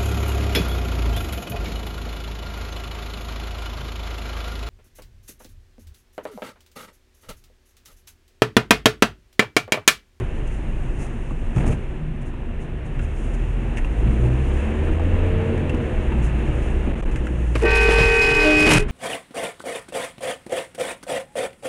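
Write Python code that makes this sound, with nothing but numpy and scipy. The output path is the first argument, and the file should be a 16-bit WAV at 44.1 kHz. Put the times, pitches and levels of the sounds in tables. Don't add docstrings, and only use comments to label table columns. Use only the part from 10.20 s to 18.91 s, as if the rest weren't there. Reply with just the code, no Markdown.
import sys
import numpy as np
from scipy import signal
from scipy.fft import rfft, irfft, next_fast_len
from scipy.io import wavfile
from scipy.ndimage import uniform_filter1d

SR = 44100
rng = np.random.default_rng(int(sys.argv[2]) if len(sys.argv) > 2 else 0)


def transcribe(u):
    v = np.clip(np.atleast_2d(u).T, -1, 1)
    q = np.round(v * 32767).astype(np.int16)
    wavfile.write(sys.argv[1], SR, q)


def ratio_of_db(decibels):
    return 10 ** (np.asarray(decibels, float) / 20)


N = 384111
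T = np.arange(N) / SR


def curves(table):
    s, *columns = np.transpose(table)
    return [np.interp(T, s, c) for c in columns]


def unit(x):
    return x / np.sqrt(np.mean(x ** 2))


def walk(rate):
    k = int(SR / rate)
    steps = np.repeat(rng.standard_normal(N // k + 1), k)
    return unit(uniform_filter1d(uniform_filter1d(steps, k), k)[:N])


def ring(x, hz, width_hz):
    return signal.lfilter(*signal.iirpeak(hz, hz / width_hz, SR), x)


def soften(x, hz, order=2):
    return signal.sosfilt(signal.butter(order, hz, fs=SR, output="sos"), x)


def thin(x, hz):
    return signal.sosfilt(signal.butter(4, hz, "high", fs=SR, output="sos"), x)


def cut_steeply(x, hz, order, ripple_db, depth_db):
    return signal.sosfilt(signal.ellip(order, ripple_db, depth_db, hz, fs=SR, output="sos"), x)


def band(lo_hz, hi_hz, order=3):
    edges = signal.butter(order, [lo_hz, hi_hz], "band", fs=SR, output="sos")
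    return unit(signal.sosfilt(edges, rng.standard_normal(N)))


def hiss(tone, flicker_db, rate):
    hz, db = np.transpose(tone)
    n = next_fast_len(N, True)
    f = np.arange(n // 2 + 1) * SR / n + 1
    tilt = ratio_of_db(np.interp(np.log(f), np.log(hz), db, left=-90, right=-90))
    whole = rfft(rng.standard_normal(n)) * tilt
    out, shared = 0, walk(rate)
    for centre in np.arange(2 * np.log2(hz[0]), 2 * np.log2(hz[-1]) + 1):
        part = whole * np.clip(1 - np.abs(2 * np.log2(f) - centre), 0, 1)
        out = out + irfft(part, n)[:N] * ratio_of_db(flicker_db * (shared + 0.21 * walk(rate)))
    return unit(out)


def stack(hz, tones, waver_db, rate, in_step_s=None):
    turn, spread = 2 * np.pi * np.cumsum(hz) / SR, 2 * np.pi
    if in_step_s is not None:
        turn, spread = turn - turn[int(in_step_s * SR)], 0
    partials = (ratio_of_db(db + waver_db * walk(rate)) * np.sin(k * turn + spread * rng.random()) for k, db in tones)
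    return np.sqrt(2) * sum(partials)


def strikes(rows):
    out, t = np.zeros(N + SR), T[:SR // 4]
    for s, db, hz, t60, share, width in rows:
        noise = ring(ring(rng.standard_normal(len(t)), hz, hz * width), hz, hz * width)
        knock = np.sin(2 * np.pi * hz * t) + share * unit(noise)
        decay = np.exp(-np.log(1000) * t / t60)
        out[int(s * SR):][:len(t)] += ratio_of_db(db) * knock * decay * np.minimum(t / 0.00027, 1)
    return out[:N]


def hold(start, end, attack, release, depth_db=-30):
    db = depth_db * (np.clip(1 - (T - start) / attack, 0, 1) + np.clip((T - end) / release, 0, 3))
    return ratio_of_db(db) * np.clip((T - start) / .005, 0, 1)


def swells(rows):
    t, rise_share = T[::32], 0.55
    bells = (ratio_of_db(db) * np.exp(-.5 * ((t - s) / spread / np.where(t < s, rise_share, 1)) ** 2)
             for s, db, spread in rows)
    return np.interp(T, t, sum(bells))


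# t/s, tyre and air noise level/dB, thrown water level/dB
ROLLING = [(0.0, -42, -61), (0.75, -44, -59), (1.6, -44, -60.5), (1.9, -46, -77), (2.6, -44.5, -72),
           (3.0, -42.5, -57), (3.56, -40.5, -60), (3.78, -39.5, -56), (4.29, -37.5, -54),
           (5.09, -35.5, -57.5), (5.6, -37.5, -58.5), (6.42, -37, -53.5), (6.83, -39, -58),
           (7.34, -42, -55), (7.96, -42.5, -59), (8.56, -37.5, -65), (8.71, -41, -62)]
# f/Hz, level/dB per Hz
RUSH = [(290, 1.5), (500, 1), (620, -3), (671, -3.5), (918, -6), (1130, -11), (2720, -11.5), (3950, -29.5),
        (5200, -46), (6760, -69), (11400, -120)]
# f/Hz, level/dB per Hz
SPRAY = [(2530, -32), (4300, -5), (4980, -2), (6630, 9.5), (7890, 5), (9230, 7.5), (9780, 4.5),
         (11500, -9.5), (12500, -25.5), (16200, -58), (22000, -120)]
# t/s, level/dB, spread/s
SPLASHES = [(0.0, -50, 0.0103), (0.277, -52.5, 0.0091), (0.33, -54.5, 0.033), (0.815, -47.5, 0.033),
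            (1.375, -47, 0.0287), (1.43, -54, 0.027), (1.475, -40, .015), (1.52, -46.5, 0.021),
            (2.02, -57, 0.011), (2.07, -56, .02), (2.42, -58, 0.027), (2.66, -57, .015), (2.83, -55, .03),
            (2.98, -56, 0.027), (3.06, -54.5, 0.055), (3.143, -47.5, 0.011), (3.575, -46.5, 0.012),
            (6.05, -48, 0.034), (6.918, -53, .01), (6.965, -52, 0.014)]


def wet():
    rush_db, spray_db = curves(ROLLING)
    splash = swells(SPLASHES)
    rush = hiss(RUSH, flicker_db=0.48, rate=20)
    rush = rush + .5 * ring(rush, 1755, 230) + 0.33 * ring(rush, 2680, 230)
    spray = hiss(SPRAY, flicker_db=1.1, rate=40)
    rush_level = np.hypot(ratio_of_db(rush_db + 0.5), ratio_of_db(4) * splash)
    spray_level = ratio_of_db(-4.0) * np.hypot(ratio_of_db(spray_db), splash)
    return rush_level * rush + spray_level * spray + ratio_of_db(-70.5) * band(5300, 10060)


# t/s, level/dB, spread/s, f/Hz
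HUMS = [(0.6, -33, 0.231, 121), (1.13, -33, 0.057, 150), (1.88, -32.5, 0.12, 155.6), (2.4, -39, 0.17, 161),
        (2.75, -36.5, 0.1184, 141.2), (2.9, -29.5, .2, 62), (3.3, -32, 0.053, 118), (3.92, -32, 0.1, 200.5),
        (4.03, -32.5, .09, 370), (4.7, -36, .08, 320), (5.35, -35, .05, 368), (7.49, -33, .05, 603),
        (5.4, -28, 0.053, 138), (6.02, -28.5, 0.04, 155), (6.27, -27.5, 0.09, 121),
        (6.93, -32, 0.046, 140.1), (7.1, -35, 0.13, 178), (7.33, -28, 0.055, 114.4), (8.05, -35, .1, 125.5)]
# t/s, level/dB, spread/s
RUBS = [
    (0.855, -46, 0.0275),
    (1.38, -38.5, 0.029),
    (1.415, -42, .02),
    (1.442, -37.5, .012),
    (1.478, -38, 0.015),
    (1.505, -42.5, .015),
    (1.53, -39, 0.012),
]


def panels():
    hums = 0
    for s, db, spread, hz in HUMS:
        hum = ring(rng.standard_normal(N), hz, 11.74)
        hums = hums + swells([(s, db, spread)]) * unit(soften(hum, 1.98 * hz, order=4))
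    rub = band(330, 2470, order=2) * ratio_of_db(3.65 * walk(130))
    rub = rub + 1.9 * ring(rub, 636, 300) + 0.28 * ring(rub, 2400, 300)
    return hums + swells(RUBS) * unit(soften(rub, 3150, order=6))


# f/Hz, width/Hz, level/dB
CABIN = [(50, 41, -11), (121, 19.8, 4), (142.3, 13, 1.5), (230.7, 26.4, 1.5), (320, 58, -1),
         (370.7, 22, -5.5), (500, 92, -32), (800, 600, -34.5)]
# t/s, level/dB, spread/s
SWAYS = [(0.63, -30.5, 0.16), (1.24, -22, .05), (1.42, -19.5, 0.087), (1.87, -27, .1), (2.31, -23.5, 0.055),
         (2.7, -27, 0.19), (3.57, -23, 0.085), (3.8, -25, 0.086), (4.3, -26, 0.19), (4.75, -23, .15),
         (5.05, -23.5, 0.081), (5.5, -19.5, .07), (5.8, -22, 0.11), (6.5, -25, 0.29), (6.86, -19, 0.088),
         (7.8, -23.5, 0.134), (8.5, -22, 0.14)]
# t/s, level/dB, spread/s
BUMPS = [(0.0, -26.5, 0.038), (0.7, -42, 0.13), (2.0, -39, .2), (1.24, -30, 0.033), (1.375, -28.5, 0.047),
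         (1.47, -26.5, 0.073), (3.89, -28.5, .04), (4.05, -28, .04), (4.95, -27, .04), (5.38, -32, 0.081),
         (5.6, -27, 0.078), (7.805, -21, 0.044)]
# start t/s, end t/s, level/dB
HEAVE = (7.3, 8.62, -20.5)


def road():
    roll_db = curves(ROLLING)[0] + 40
    shake = np.hypot(ratio_of_db(-30 + roll_db), swells(SWAYS))
    level = np.hypot(ratio_of_db(-30 + 0.84 * roll_db), swells(BUMPS))
    drone = sum(ratio_of_db(db + 1.96 * walk(14)) * unit(ring(rng.standard_normal(N), hz, w)) for hz, w, db in CABIN)
    drone = unit(soften(drone, 3150, order=4))
    boom = band(43.0, 81, order=2)
    start, end, heave_db = HEAVE
    heave = ratio_of_db(heave_db) * hold(start, end, .15, .05) * band(7, 16, order=2)
    return heave + shake * band(16.5, 36.0, order=2) + level * ratio_of_db(-2.5) * (boom + drone)


# t/s, peak level/dB, ring f/Hz, upper ring level/dB, crack level/dB
TICKS = [(1.1069, -36, 980, -49, -60), (1.3608, -35, 1010, -42, -51), (1.464, -37, 1200, -41, -51),
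         (1.5242, -35, 1270, -44, -49), (2.1391, -40, 966, -55.5, -67), (2.792, -32, 1382, -30.5, -53.5),
         (3.571, -32, 2250, -33, -49), (3.5805, -30.5, 1906, -32, -50), (3.646, -40, 989, -30.5, -54),
         (4.371, -37, 1640, -43, -55.5), (4.6834, -35, 1376, -47, -57), (5.3772, -33, 1853, -43.5, -52.5),
         (4.7952, -28.5, 800, -43, -56.5), (5.495, -40, 1830, -23, -46), (5.545, -35.5, 1008, -35, -50.5),
         (5.9204, -35, 903, -27.5, -57), (6.7045, -44, 1084, -41.5, -71), (6.826, -45, 900, -39, -59),
         (6.9588, -29, 1720, -29.5, -46), (7.0688, -31, 1640, -34, -48.5), (7.3528, -29, 1110, -24, -40.5),
         (7.421, -35, 1851, -36, -43)]
# t/s, peak level/dB
DROPS = [(0.8639, -35), (2.9637, -39), (3.1443, -39), (3.6514, -39), (4.0642, -42), (4.3385, -37),
         (4.575, -44), (4.6357, -40), (4.6478, -40), (5.0335, -42), (5.0619, -41), (5.1821, -41),
         (5.2155, -39), (5.5712, -37), (5.6575, -40), (5.7428, -44), (6.0242, -39), (6.1903, -42),
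         (6.2262, -39), (6.2734, -43), (6.4298, -38), (6.9142, -37.5), (7.0579, -36)]
# t/s, peak level/dB, ring f/Hz, t60/s
THUDS = [(1.362, -11, 123, 0.21), (1.401, -11.5, 109.2, 0.064), (1.429, -17, 102, 0.145),
         (1.467, -14.5, 100, 0.21), (1.499, -15, 127, 0.163), (1.527, -18, 133, 0.2),
         (3.88, -13, 129, 0.087), (4.698, -25, 102, 0.043), (5.54, -17, 250, 0.127),
         (5.948, -19, 226.2, 0.29), (6.674, -16.5, 226.6, 0.12), (7.806, -6.5, 115.5, 0.13),
         (8.402, -17, 167.5, 0.16), (8.505, -6, 152.3, 0.125), (8.53, -9.5, 170, 0.088),
         (8.555, -5.5, 150, 0.14), (8.578, -11, 150, 0.119)]
# t/s, peak level/dB, ring f/Hz, t60/s
KNOCKS = [(1.11, -22, 210, 0.13), (1.372, -24, 303, 0.074), (1.39, -31, 600, .07), (1.441, -25, 604, 0.06),
          (1.465, -27, 700, 0.047), (1.507, -28, 500, .07), (1.489, -26, 454, 0.16),
          (7.354, -11.5, 337.7, 0.06), (7.433, -18.5, 458, 0.06), (7.438, -13.5, 353, 0.19),
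          (7.688, -4, 346, 0.037), (7.787, -11, 461, 0.049), (8.469, -5.5, 313, 0.078),
          (8.486, -9.5, 395.5, 0.066), (8.508, -10, 221, 0.062), (8.582, -13.5, 326, 0.051)]


def knocks():
    ticks = [(s, db, hz, .065, 1.7, .55) for s, db, hz, *_ in TICKS]
    pings = [(s, db, 2700, .05, .5, .25) for s, _, _, db, _ in TICKS]
    drops = [(s, db - 19) for s, db in DROPS]
    cracks = [(s, db, 7000, .035, 6.0, .9) for s, *_, db in TICKS + drops]
    thuds = [(s, db - 3.5, hz, t60, .8, .9) for s, db, hz, t60 in THUDS + KNOCKS]
    trim = soften(ratio_of_db(-6.5) * strikes(ticks) + ratio_of_db(-4.0) * strikes(pings), 3200, order=4)
    return trim + soften(ratio_of_db(-13.5) * strikes(cracks), 11000, order=4) + soften(strikes(thuds), 1200)


# start t/s, end t/s, level/dB, attack/s, release/s
BUZZ = (7.5, 8.5, -41.5, 0.18, 0.08)
# f/Hz, level/dB per Hz
BUZZ_TONE = [(1760, 6), (3000, 3), (3210, -4), (4950, -16), (6240, -21), (7780, -23), (9520, -22),
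             (11600, -34), (12900, -50), (16800, -77), (22000, -120)]
# t/s, level/dB, spread/s, sizzle above it/dB
JOLTS = [(7.357, -39.5, 0.0093, -4), (7.392, -49.5, 0.023, 2), (7.425, -48, 0.014, 1),
         (7.455, -48, .008, 1), (7.51, -47.5, .008, 4), (7.56, -44.5, 0.013, 5), (7.615, -42.5, 0.013, 3),
         (7.72, -40.5, 0.017, -2), (7.797, -40, 0.023, -5), (8.409, -43.5, .02, 4), (8.472, -34, 0.011, -4),
         (8.492, -40, 0.0055, 7), (8.512, -29.5, 0.0193, 3), (8.537, -35, 0.011, 8), (8.566, -33, 0.015, 6),
         (8.599, -48.5, 0.017, 8.5), (8.697, -48.5, 0.013, 2)]
HORN_HZ = 419.15, 384.1, 458.7


def rough_buzz(blare):
    start, end, db, attack, release = BUZZ
    buzz = ratio_of_db(db) * hold(start, end, attack, release, depth_db=-13.5)
    jolt = swells([row[:3] for row in JOLTS])
    sizzle = ratio_of_db(-2) * buzz + swells([(s, level + up, spread) for s, level, spread, up in JOLTS])
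    middle = ratio_of_db(8 + db) * hold(start, end, attack, 0.16, depth_db=-12.0) + ratio_of_db(11.5) * jolt
    thump = ratio_of_db(-1) * buzz + ratio_of_db(0.5) * jolt

    beat = soften(np.abs(soften(blare, 540)), 150)
    beat = beat / (uniform_filter1d(beat, size=4000) + 0.005)
    stroke = 1 + .3 * np.cos(2 * np.pi * HORN_HZ[0] * T)
    chatter = unit(np.exp(1.1 * np.tanh(1.5 * walk(340))) * (1.2 + beat) * stroke)

    tone = hiss(BUZZ_TONE, flicker_db=0.4, rate=62)
    top = unit(thin(tone, 6000))
    slap = soften(tone, 8100, order=4)
    slap = unit(slap + ring(slap, 5100, 900))
    bright = (buzz + jolt) * slap * chatter + sizzle * ratio_of_db(walk(70)) * top * chatter ** 0.3
    body = middle * chatter ** 0.35 * band(450, 2817, order=5)
    return bright + body + thump * ratio_of_db(2.6 * walk(40)) * band(94.3, 560)


# start t/s, end t/s, strongest partial level/dB, swell/dB per s, fundamental level/dB
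HORNS = [
    (7.415, 8.575, -23, 7, -25.5),
    (7.42, 8.58, -25.5, -4, -33.5),
    (7.41, 8.245, -20.5, -4.5, -22),
]
# multiple, level/dB to the strongest partial
MID_TONES = [(2, -23), (3, -31.5), (4, -23.5), (5, -20.5), (6, 0.5), (7, -20), (8, -35), (9, -40.5),
             (10, -44), (11, -43), (12, -45), (13, -45), (14, -44), (15, -43), (16, -42.5), (18, -40),
             (22, -40)]
LOW_TONES = [(2, -7), (3, -8.5), (4, -0.5), (5, -6.5), (6, -9.5), (7, -12), (8, -32)]
HIGH_TONES = [(2, -12.5), (3, -24), (4, -10.5), (5, -25), (6, -32), (7, -34), (11, -39), (12, -43)]
HUM_SWELL = 0.5, 0, -2.5
HUM_RINGS_ON = .05, .05, 0
# first stir t/s, catch t/s, end t/s, f/Hz, level/dB
TOOT = (8.0, 8.255, 8.585, 305.5, -18.5)


def horns():
    out = 0
    all_tones = MID_TONES, LOW_TONES, HIGH_TONES
    for row, hz, tones, hum_swell, rings_on in zip(HORNS, HORN_HZ, all_tones, HUM_SWELL, HUM_RINGS_ON):
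        start, end, db, swell, low_db = row
        hz = hz * (1 + .0005 * walk(15))
        late_fade_db = -1.5 * (swell < 0) * np.clip((T - 8.33) / 0.13, 0, 1)
        swell_db = swell * np.minimum(T - start, 0.647) + late_fade_db
        hum_db = low_db + hum_swell * (T - start).clip(0)
        blare = ratio_of_db(db + swell_db) * stack(hz, tones, waver_db=1.41, rate=25)
        hum = ratio_of_db(hum_db) * stack(hz, [(1, 0)], waver_db=1.8, rate=14, in_step_s=7.484)
        out = out + blare * hold(start, end, 0.046, 0.073) + hum * hold(start, end + rings_on, 0.014, 0.067)
    return out + toot()


def toot():
    stir, catch, end, hz, db = TOOT
    early, late = np.minimum(T - catch, 0), np.maximum(T - catch, 0)
    hz = np.maximum(hz + 24 * early, 290) - 5 * late
    db = db + 55 * early - 5 * late + 7 * np.clip(early / 0.017, -1, 0)
    tone = stack(hz, [(1, 0), (1.5, -13), (4, -24)], waver_db=.7, rate=20)
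    octave = ratio_of_db(-6 - 18 * late) * stack(hz, [(2, 0)], waver_db=3.5, rate=24)
    return ratio_of_db(db) * (tone + octave) * hold(stir, end, .012, .025)


# t/s, firing rate f/Hz, load level/dB
ENGINE = [(0.0, 24.12, -2.5), (2.45, 26.5, -9.5), (3.37, 42.77, -1), (3.66, 50.0, -13), (3.81, 54.16, 0),
          (4.5, 72.8, -5), (5.0, 87.44, 0), (5.29, 90.94, -5), (5.5, 84, -6), (5.7, 72.8, -13),
          (5.85, 68.94, -4), (6.07, 55.58, 0.5), (6.22, 59.47, -5), (6.67, 64.53, -3), (6.86, 64.36, -12),
          (7.0, 62.4, -4.5), (7.78, 51.45, 2), (8.71, 25, 0.5)]
# multiple of the firing rate, level/dB
GROWL = [(1.5, 1), (2.5, -3.5), (3, 1), (3.5, -1), (4, -2.5), (4.5, -11), (5, 5), (5.5, 0), (6, 2),
         (6.5, -7), (7, 2), (8, -1), (9, -2), (10, -2.5)]
# t/s, level/dB, spread/s
SNARLS = [
    (3.95, -1, 0.15),
    (4.5, -3, 0.14),
    (5.0, 1.5, 0.38),
    (5.45, 4.5, 0.22),
    (6.3, -4, 0.19),
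    (7.05, -3.5, 0.125),
]
# f/Hz, level/dB
BOOM = [(24, -2), (40, -0.5), (55, 0.5), (88, -0.5), (105, -4), (121, 5), (150, -4), (180, -5.5)]
# f/Hz, level/dB
OCTAVE_BOOM = [(48, 0), (62, -1.5), (82, -7.5), (105, -6), (121, 6), (150, -6.5), (180, -2)]


def cabin_answer(hz, table):
    f, db = np.transpose(table)
    return np.interp(np.log(hz), np.log(f), db)


def cabin_growl(growl):
    rings = 1.44 * ring(ring(growl, 459, 110), 459, 110) + 1.21 * ring(growl, 608, 90)
    panel_rings = sum(ratio_of_db(db + 3.5) * ring(growl, f, w) for f, w, db in CABIN[3:])
    growl = 0.54 * soften(growl, 603, order=4) + rings + panel_rings
    return cut_steeply(growl, 650, order=6, ripple_db=1, depth_db=30)


def engine():
    hz, load_db = curves(ENGINE)
    coast_db = -12 * np.clip((T - 7.85) / 0.108, 0, 1)
    tall_gear_db = -9.5 * np.clip((T - 4.25) / 0.1484, 0, 1)
    tone_db = -19.5 + load_db + cabin_answer(hz, BOOM) + 0.84 * coast_db
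    octave_db = -27.5 + load_db + cabin_answer(2 * hz, OCTAVE_BOOM) + tall_gear_db
    third_db = -41 + load_db / 2 + cabin_answer(3 * hz, BOOM) / 2 + coast_db
    growl_db = -50 + 0.14 * load_db + 1.5 * np.log2(hz / 60) + coast_db

    hz = hz * (1 + 0.00379 * walk(11))
    tone = ratio_of_db(tone_db) * stack(hz, [(1, 0)], waver_db=0.6, rate=29)
    octave = ratio_of_db(octave_db) * stack(hz, [(2, 0)], waver_db=2.5, rate=11)
    third = ratio_of_db(third_db) * stack(hz, [(3, 0)], waver_db=3.5, rate=8)
    growl = cabin_growl(stack(hz, GROWL, waver_db=2.2, rate=6))
    return tone + octave + third + ratio_of_db(growl_db) * (1 + swells(SNARLS)) * growl


def scene():
    blare = horns()
    loud = uniform_filter1d(np.abs(blare), size=4600, origin=1900)
    duck = 1 / (1 + 30 * loud)
    return (duck * wet() + panels() + road() + knocks() + rough_buzz(blare) + blare + engine())[None]


def band_limit(x):
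    return signal.sosfilt(signal.butter(12, 13070, fs=SR, output="sos"), x)


# t/s, length/ms
CHOKES = [(1.3566, 3.1), (1.5046, 0.99), (4.0317, 2.52), (4.0936, 4), (4.7416, 3.2), (4.762, 2.7),
          (4.78, 1.6), (4.7906, 3.9), (4.8102, 2.7), (6.0593, 1.58), (6.725, 5.6), (6.7471, 6.27),
          (6.8126, 11), (6.8434, 8.1), (6.872, 3.0), (6.9066, 3.1), (7.7527, 1.7)]


def record(dry):
    choked = sum(1. * (T > s) * (T < s + ms / 1000) for s, ms in CHOKES)
    choked = uniform_filter1d(np.minimum(choked, 1), size=20)
    slow = signal.sosfiltfilt(signal.butter(2, 90, fs=SR, output="sos"), dry)
    x = 1.115 * dry + 1.12 * (slow - dry) * choked
    rail, knee = .34, 11
    x = x / (1 + np.abs(x / rail) ** knee) ** (1 / knee)
    mix = cut_steeply(thin(x, 22), 12500, order=8, ripple_db=.2, depth_db=60)
    return band_limit(mix)


dry = scene()
out = record(dry)
transcribe(out)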